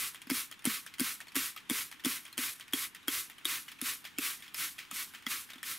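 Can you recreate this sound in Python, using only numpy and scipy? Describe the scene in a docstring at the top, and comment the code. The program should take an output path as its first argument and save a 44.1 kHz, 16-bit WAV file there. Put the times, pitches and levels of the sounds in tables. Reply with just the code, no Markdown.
"""A hand pumps a trigger spray bottle about three times a second in a quiet room.
Each squeeze snaps the valve open and hisses mist out of the nozzle: shaped noise that follows the pressure.
Most squeezes also knock the hollow body, a short low ring. The trigger springs back with small plastic ticks,
bursts of tiny impacts into ringing modes, while the pump sucks up more water with a grainy rustle.
A short room echo and a steady faint noise lie around it all."""
import sys
import numpy as np
from scipy import signal
from scipy.fft import rfft, irfft
from scipy.io import wavfile
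from scipy.ndimage import uniform_filter1d

SR = 44100
rng = np.random.default_rng(int(sys.argv[2]) if len(sys.argv) > 2 else 0)


def to_wav(s):
    """Save 16-bit WAV."""
    ch = np.atleast_2d(s).T  # columns
    pcm = np.round(np.clip(ch, -1, 1) * 32767)  # PCM
    wavfile.write(sys.argv[1], SR, pcm.astype(np.int16))


def volts(x):
    """Linear amplitude factor 10**(x/20) for a level x in dB, scalar or array-like."""
    e = np.asarray(x, float) / 20
    return 10 ** e


N = 254898  # length in samples

# The squeezes. Each row: start in seconds, full pressure in seconds, mist level in dB,
# how much softer the mist is 60 ms before full pressure in dB, time to lose 20 dB after it in seconds.
SQUEEZES = [(0.0, 0.026, -38, -4, 0.1108), (0.296, 0.377, -37.5, 6, 0.1037),
            (0.643, 0.717, -39.5, 0.5, 0.1233), (0.983, 1.061, -38.5, 5, 0.131),
            (1.346, 1.426, -38.5, -2, 0.1175), (1.693, 1.772, -37.5, 4, 0.1223),
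            (2.038, 2.101, -39.0, 2, 0.1362), (2.373, 2.44, -38, 4.5, 0.1311),
            (2.725, 2.832, -38, 1, 0.0618), (3.075, 3.143, -37, 10, 0.1331),
            (3.447, 3.508, -38.5, 8.5, 0.1461), (3.808, 3.873, -37.5, 16, 0.1226),
            (4.179, 4.246, -38, 14, 0.1517), (4.538, 4.602, -39, 17.5, 0.1524),
            (4.907, 4.97, -40, 22, 0.1408), (5.261, 5.312, -40, 45, 0.1584),
            (5.628, 5.696, -40.5, 14, 0.113)]
# The valve snaps open and bounces once. Each row: time in seconds, level in dB, added ring in Hz,
# bounce level relative to the snap in dB.
VALVE_SNAPS = [(0.2999, -17.5, 2700, -5.5), (0.653, -14.5, 1130, -7.5), (0.9964, -18, 5000, 0),
               (1.355, -21, 3400, 2.5), (1.6978, -17.5, 3560, -5.5), (2.0477, -19, 3430, -1.5),
               (2.3785, -19, 3200, -6.5), (2.7342, -17, 3300, -21), (3.0812, -15.5, 3280, -25),
               (3.4533, -14.5, 3710, -33), (3.8144, -21, 3600, -26.5), (4.1846, -19, 2700, -28.5),
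               (4.5442, -25.5, 5170, -28), (4.912, -27, 1260, -22), (5.2654, -21.5, 2044, -29.5),
               (5.63, -25.5, 1885, -10.5)]
# The released trigger springs back to its stop, touches twice, and the piston scrapes back.
# Each row: time in seconds, level in dB, added ring in Hz, second touch relative to the first in dB,
# scrape level before its rise and fade in dB.
TRIGGER_RETURNS = [(0.1457, -33.5, 1960, -7, -62), (0.5133, -32, 1800, -4.5, -67),
                   (0.8634, -32, 1750, -10, -54), (1.2034, -31.5, 1850, -6, -63),
                   (1.5628, -32, 1240, -9, -56), (1.914, -36, 2540, -1.5, -59),
                   (2.2522, -34, 2330, -6, -57), (2.5978, -34.5, 1980, -1.5, -58),
                   (2.9476, -33.5, 1950, -10, -59), (3.2982, -34.5, 1840, -7, -66),
                   (3.681, -37, 2930, -23, -48.5), (4.042, -39, 2840, -23, -46),
                   (4.423, -39, 3410, -25, -47), (4.7818, -35.5, 3300, -8.5, -41),
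                   (5.1367, -40.5, 1570, 4.5, -48), (5.4896, -42.5, 1820, -12, -54)]


def evened(x):
    """Scales a sound to an rms (average strength) of 1."""
    return x / np.sqrt(np.mean(x ** 2) + 1e-20)


def read(points, hz):
    """Reads a table between its points, on a log-frequency axis."""
    f, value = np.transpose(points)
    return np.interp(np.log(hz + 1), np.log(f + 1), value)


def add(mix, s, sound):
    """Mixes a sound in, starting at s seconds."""
    part = mix[round(s * SR):][:len(sound)]
    part += sound[:len(part)]


def colour(x, spectrum):
    """Filters x by a table of Hz and dB, then scales it to rms 1."""
    hz = np.fft.rfftfreq(x.shape[-1], 1 / SR)
    return evened(irfft(rfft(x) * volts(read(spectrum, hz)), x.shape[-1]))


def jet():
    """Water torn into mist: a bright fizz that lingers and a lower nozzle roar that ends with the stroke."""
    # Colour of the fizz. 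Each row: frequency in Hz, level in dB per Hz.
    fizz_colour = [(2000, -28), (3500, -6), (7700, -4.5), (12000, -0.5), (15500, -12.5), (16500, -88)]
    # Colour of the roar. Each row: frequency in Hz, level in dB per Hz.
    roar_colour = [(100, -22), (300, -12.5), (600, -25), (860, -20), (1070, -4.5), (1700, -3.5), (2150, 0),
                   (3000, -3), (4500, -7), (8000, -14), (15600, -9)]
    hold = 0.29  # larger keeps the jet near full pressure for more of the fade
    t = np.arange(N) / SR
    mist, roar, spent = np.zeros((3, N))
    for opens, full, db, rise_db, fade in SQUEEZES:
        late = t[round(opens * SR):][:SR // 3] - full
        past = np.maximum(late / fade, 0)
        # pressure builds, holds for a moment, then bleeds away
        build_db = rise_db * (late / 0.06) ** 2
        bleed_db = 20 * past ** 3 / (hold + (1 - hold) * past ** 2)
        sag_db = np.where(late < 0, build_db, bleed_db)
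        # the jet takes a moment to form; the first one is already running
        onset = np.minimum((late - late[0]) / 0.012, 1) ** 2 if opens else 1
        add(mist, opens, onset * volts(db - sag_db))
        add(spent, opens, np.minimum(past, 1))
        # a slower fade roars more, and the roar follows pressure more steeply
        roar_db = db - 2 + 27 * fade - np.where(late < 0, 1.6, 1.3) * sag_db
        # it drops ahead of the mist when the piston bottoms out
        roar_db -= 2.3 * np.clip((late - 0.5 * fade) / 0.03, 0, 1)
        add(roar, opens, onset * volts(roar_db))
    flutter = evened(uniform_filter1d(rng.standard_normal((2, N)), size=200))
    # about 1500 single spits a second, of random strength
    spit = volts(1.6 * rng.exponential(1, N)) * (rng.random(N) < 1500 / SR)
    # the jet swells in lumps, and breaks up into gulps and spits as the pressure runs out
    slow_noise = uniform_filter1d(rng.standard_normal((2, N)), size=600)
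    lumps = evened(uniform_filter1d(slow_noise, size=600))
    sputter_db = (np.array([[0.6], [1.4]]) + 1.1 * spent) * lumps
    unevenness = volts(0.38 * flutter + sputter_db) + (0.74 + spent) * spit
    fizz, rush = rng.standard_normal((2, N)) * unevenness
    misty = uniform_filter1d(mist, size=200) * colour(fizz, fizz_colour)
    return misty + uniform_filter1d(roar, size=200) * colour(rush, roar_colour)


def room(x):
    """Room echo: sparse taps of random sign, each band dying at its own speed, different at each ear."""
    # How fast the echo dies. Each row: frequency in Hz, time to fall 60 dB in seconds.
    echo_fade = [(250, 0.18), (2000, 0.061), (14000, 0.067)]
    size = SR // 2
    taps = np.zeros((2, size))
    # one tap somewhere in every 20 samples
    at = np.arange(150, size - 20, 20) + rng.integers(0, 20, (2, (size - 151) // 20))
    np.put_along_axis(taps, at, rng.choice([-1., 1.], at.shape), 1)
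    hz, t, bands = signal.stft(taps, SR, nperseg=256)
    fading = volts(-60 * t / read(echo_fade, hz)[:, None])
    tail = signal.istft(bands * fading, SR, nperseg=256)[1]
    return signal.fftconvolve(x[None], tail / np.linalg.norm(tail[0]), axes=1)[:, :N]


def air():
    """Steady faint noise of room and microphone, partly alike left and right."""
    # Colour of the noise. Each row: frequency in Hz, level in dB per Hz.
    noise_colour = [(25, -9.5), (270, 3), (600, -15), (1050, -1), (1900, 0), (3400, -2), (4500, -11.5),
                    (13000, -16.5), (16500, -37)]
    shared, left, right = rng.standard_normal((3, N))
    return volts(-57.5) * colour(shared + 2.6 * np.array([left, right]), noise_colour)


def contacts():
    """Lists every small plastic contact as (seconds, level in dB, ring in Hz)."""
    # Other small plastic ticks between squeezes, some of them extra touches of the returning trigger.
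    # Each row: time in seconds, level in dB, added ring in Hz.
    small_ticks = [(0.2173, -34.5, 2850), (0.2705, -38, 2480), (0.5926, -40.5, 2740), (0.622, -43, 2230),
                   (0.9390, -35, 4100), (1.27, -43, 2200), (1.2825, -38.5, 4360), (1.32, -41, 2600),
                   (1.9953, -41, 1830), (2.2795, -41, 1760), (2.3272, -39, 4200), (2.68, -43.5, 3070),
                   (2.71, -48, 3020), (3.029, -48.5, 3880), (3.382, -41, 3140), (3.411, -48, 2480),
                   (3.7172, -34, 3440), (3.788, -43.5, 2520), (4.0512, -31.5, 3350), (4.166, -53, 2200),
                   (4.4036, -43, 1920), (4.4795, -41.5, 3360), (5.2228, -46.5, 3570), (5.503, -36.5, 5450),
                   (5.5336, -36.5, 3660), (5.557, -42, 3300), (5.582, -42.5, 3460)]
    rows = list(small_ticks)
    for (opens, *_), (s, db, hz, bounce_db) in zip(SQUEEZES[1:], VALVE_SNAPS):
        rows.append((opens, db - 18.5, 3140))  # the trigger takes up its slack with a softer tick
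        rows.append((s, db, hz))
        rows.append((s + 0.0084, db + bounce_db, 2200))
    for s, db, hz, second_db, _ in TRIGGER_RETURNS:
        rows.append((s, db, hz))
        rows.append((s + 0.011, db + second_db, 3200))
    return rows


def ticks():
    """Each tick is a burst of tiny impacts into the plastic modes, plus one ring set by where it lands."""
    # Ringing modes of the plastic, before each tick varies them.
    # Each row: frequency in Hz, level in dB, time to fall 60 dB in seconds.
    modes = [(2200, 2, 0.003), (3360, -3, 0.018), (5200, -2, 0.004), (7040, 4.5, 0.001), (9890, 9, 0.0017),
             (12330, 0, 0.0035)]
    t, out, rows = np.arange(2000) / SR, np.zeros(N), contacts()
    chance = rng.standard_normal((len(rows), len(t) + 2 * len(modes)))
    for (s, db, hz), z in zip(rows, chance):
        # a short dense crackle of impacts, then a looser scatter
        noise = z[:len(t)]
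        crackle = np.exp(-(t / 0.0025) ** 2)
        scatter = volts(-14 - 60 * t / 0.042) * abs(noise[::-1])
        chatter = noise * (crackle + scatter) * np.minimum(t / 0.00015, 1)
        # every tick shifts the modes a little in pitch and level
        bend, sway_db = z[len(t):].reshape(2, -1) * [[0.05], [3.5]]
        body = volts(1.5 - 60 * t / 0.028) * np.sin(2 * np.pi * hz * t)
        for (f, mode_db, t60), b, w in zip(modes, bend, sway_db):
            # harder contacts reach the high modes better
            hardness_db = 0.24 * (db + 35) * np.log2(f / 3000)
            ring = np.sin(2 * np.pi * f * (1 + b) * t)
            body += volts(mode_db + w + hardness_db - 60 * t / t60) * ring
        tick = signal.fftconvolve(chatter, body)[:len(t)]
        add(out, s, volts(db) * tick / abs(tick).max())
    return signal.sosfilt(signal.butter(2, 800, "high", fs=SR, output="sos"), out)


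def suction(ticked):
    """Water and spring scrape in the pump after each tick and return, and die away: a grainy rustle."""
    # Colour of the rustle. Each row: frequency in Hz, level in dB per Hz.
    rustle_colour = [(600, -28.5), (1200, -6.5), (2300, 2), (3500, -3), (4500, -7), (9000, -13.5),
                     (16000, -15)]
    t = np.arange(SR // 4) / SR
    fade = np.exp(-1 / (0.0065 * SR))  # smooths the power over about 6.5 ms
    capped_power = np.minimum(ticked ** 2, volts(-76.5))  # loud ticks stir no more than this
    stir = volts(-2.0) * np.sqrt(signal.lfilter([1 - fade], [1, -fade], capped_power))
    for s, *_, scrape_db in TRIGGER_RETURNS:
        rise = 1 - np.exp(-t / 0.0079)
        add(stir, s, rise * volts(scrape_db - 60 * t / 0.27))
    clumps_db = 3.0 * np.minimum(rng.exponential(1, N // 150 + 1), 3).repeat(150)[:N]
    grains = rng.standard_normal(N) * volts(uniform_filter1d(clumps_db, size=100))
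    return stir * colour(grains, rustle_colour)


def blows():
    """Lists every knock of the body, and a lighter jolt where the valve snapped a moment earlier."""
    # The piston knocks the hollow body. Each row: time in seconds, level in dB,
    # pitch in Hz before a downward glide, starting level of the lingering ring in dB.
    body_knocks = [(0.27, -47.5, 257, -3), (0.314, -32, 270, 5), (0.671, -28.5, 244, 3),
                   (1.011, -30.5, 259, 3.5), (1.366, -38.5, 284, 8), (1.71, -26, 263, -16),
                   (2.063, -29.5, 267.4, 2.5), (2.387, -39.5, 271, 4), (2.737, -29, 284, -13),
                   (3.082, -33, 296, -7), (3.454, -42.5, 323, -7), (3.822, -39, 261, 0.5),
                   (4.186, -31.5, 289, -12.5), (4.925, -50, 222, -3), (5.267, -42.5, 247, 2),
                   (5.557, -54, 260, 0)]
    jolts = []
    for s, db, _, ring_db in body_knocks:
        for snap, *_ in VALVE_SNAPS:
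            if 0.008 < s - snap < 0.03:
                jolts.append((snap, db - 10, 295, ring_db))
    return list(body_knocks) + jolts


def knocks():
    """The air and wall of the bottle ring a few cycles, damped ever faster by the gripping hand."""
    t, out = np.arange(5000) / SR, np.zeros(N)
    for s, db, hz, ring_db in blows():
        thump = np.exp(-(t / 0.0095) ** 3)
        linger = volts(ring_db - 60 * t / 0.086)
        swell = (1 - np.exp(-t / 0.0012)) * (thump + linger)
        # the pitch glides down
        add(out, s, volts(db) * swell * np.sin(2 * np.pi * hz * t * (1.03 - 2.67 * t)))
        # a softer, higher wall mode
        wall = np.minimum(t / 0.00026, 1) * np.sin(2 * np.pi * 430 * t)
        add(out, s, volts(db - 20.5 - 60 * t / 0.18) * wall)
    return signal.sosfilt(signal.butter(4, 112, "high", fs=SR, output="sos"), out)


def scene():
    """The bottle near the middle, its room echo and the steady noise."""
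    ticked, knocked = ticks(), knocks()
    bright = jet() + ticked + suction(ticked)
    # the trigger sits beside the nozzle: its ticks reach the right ear a little later
    lean = 0.27 * (ticked - np.roll(ticked, 2)) * np.array([[1], [-1]])
    # the knock fills the room less than the hiss and ticks do
    echo = volts(-7.5) * room(bright + volts(-12.5) * knocked)
    return bright + knocked + lean + echo + air()


def top_cut(x):
    """Nothing passes above the cut-off."""
    return signal.sosfilt(signal.butter(12, 16820, fs=SR, output="sos"), x)


def record(dry):
    """Two close microphone ports: the top is cut, and the left-right difference is weakest in the treble."""
    # Top of the band. Each row: frequency in Hz, gain in dB.
    band_edge = [(15700, 0.11), (16150, -45)]
    # Stereo width. Each row: frequency in Hz, gain of the left-right difference in dB.
    side_gain = [(60, 3), (200, -3), (320, 1), (600, -4.5), (4500, -4), (6500, -14)]
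    hz = np.fft.rfftfreq(N, 1 / SR)
    dry = irfft(rfft(dry) * volts(read(band_edge, hz)), N)
    mid, side = dry.mean(0), (dry[0] - dry[1]) / 2
    side = irfft(rfft(side) * volts(read(side_gain, hz)), N)
    return top_cut(np.array([mid + side, mid - side]))


dry = scene()
out = record(dry)
to_wav(out)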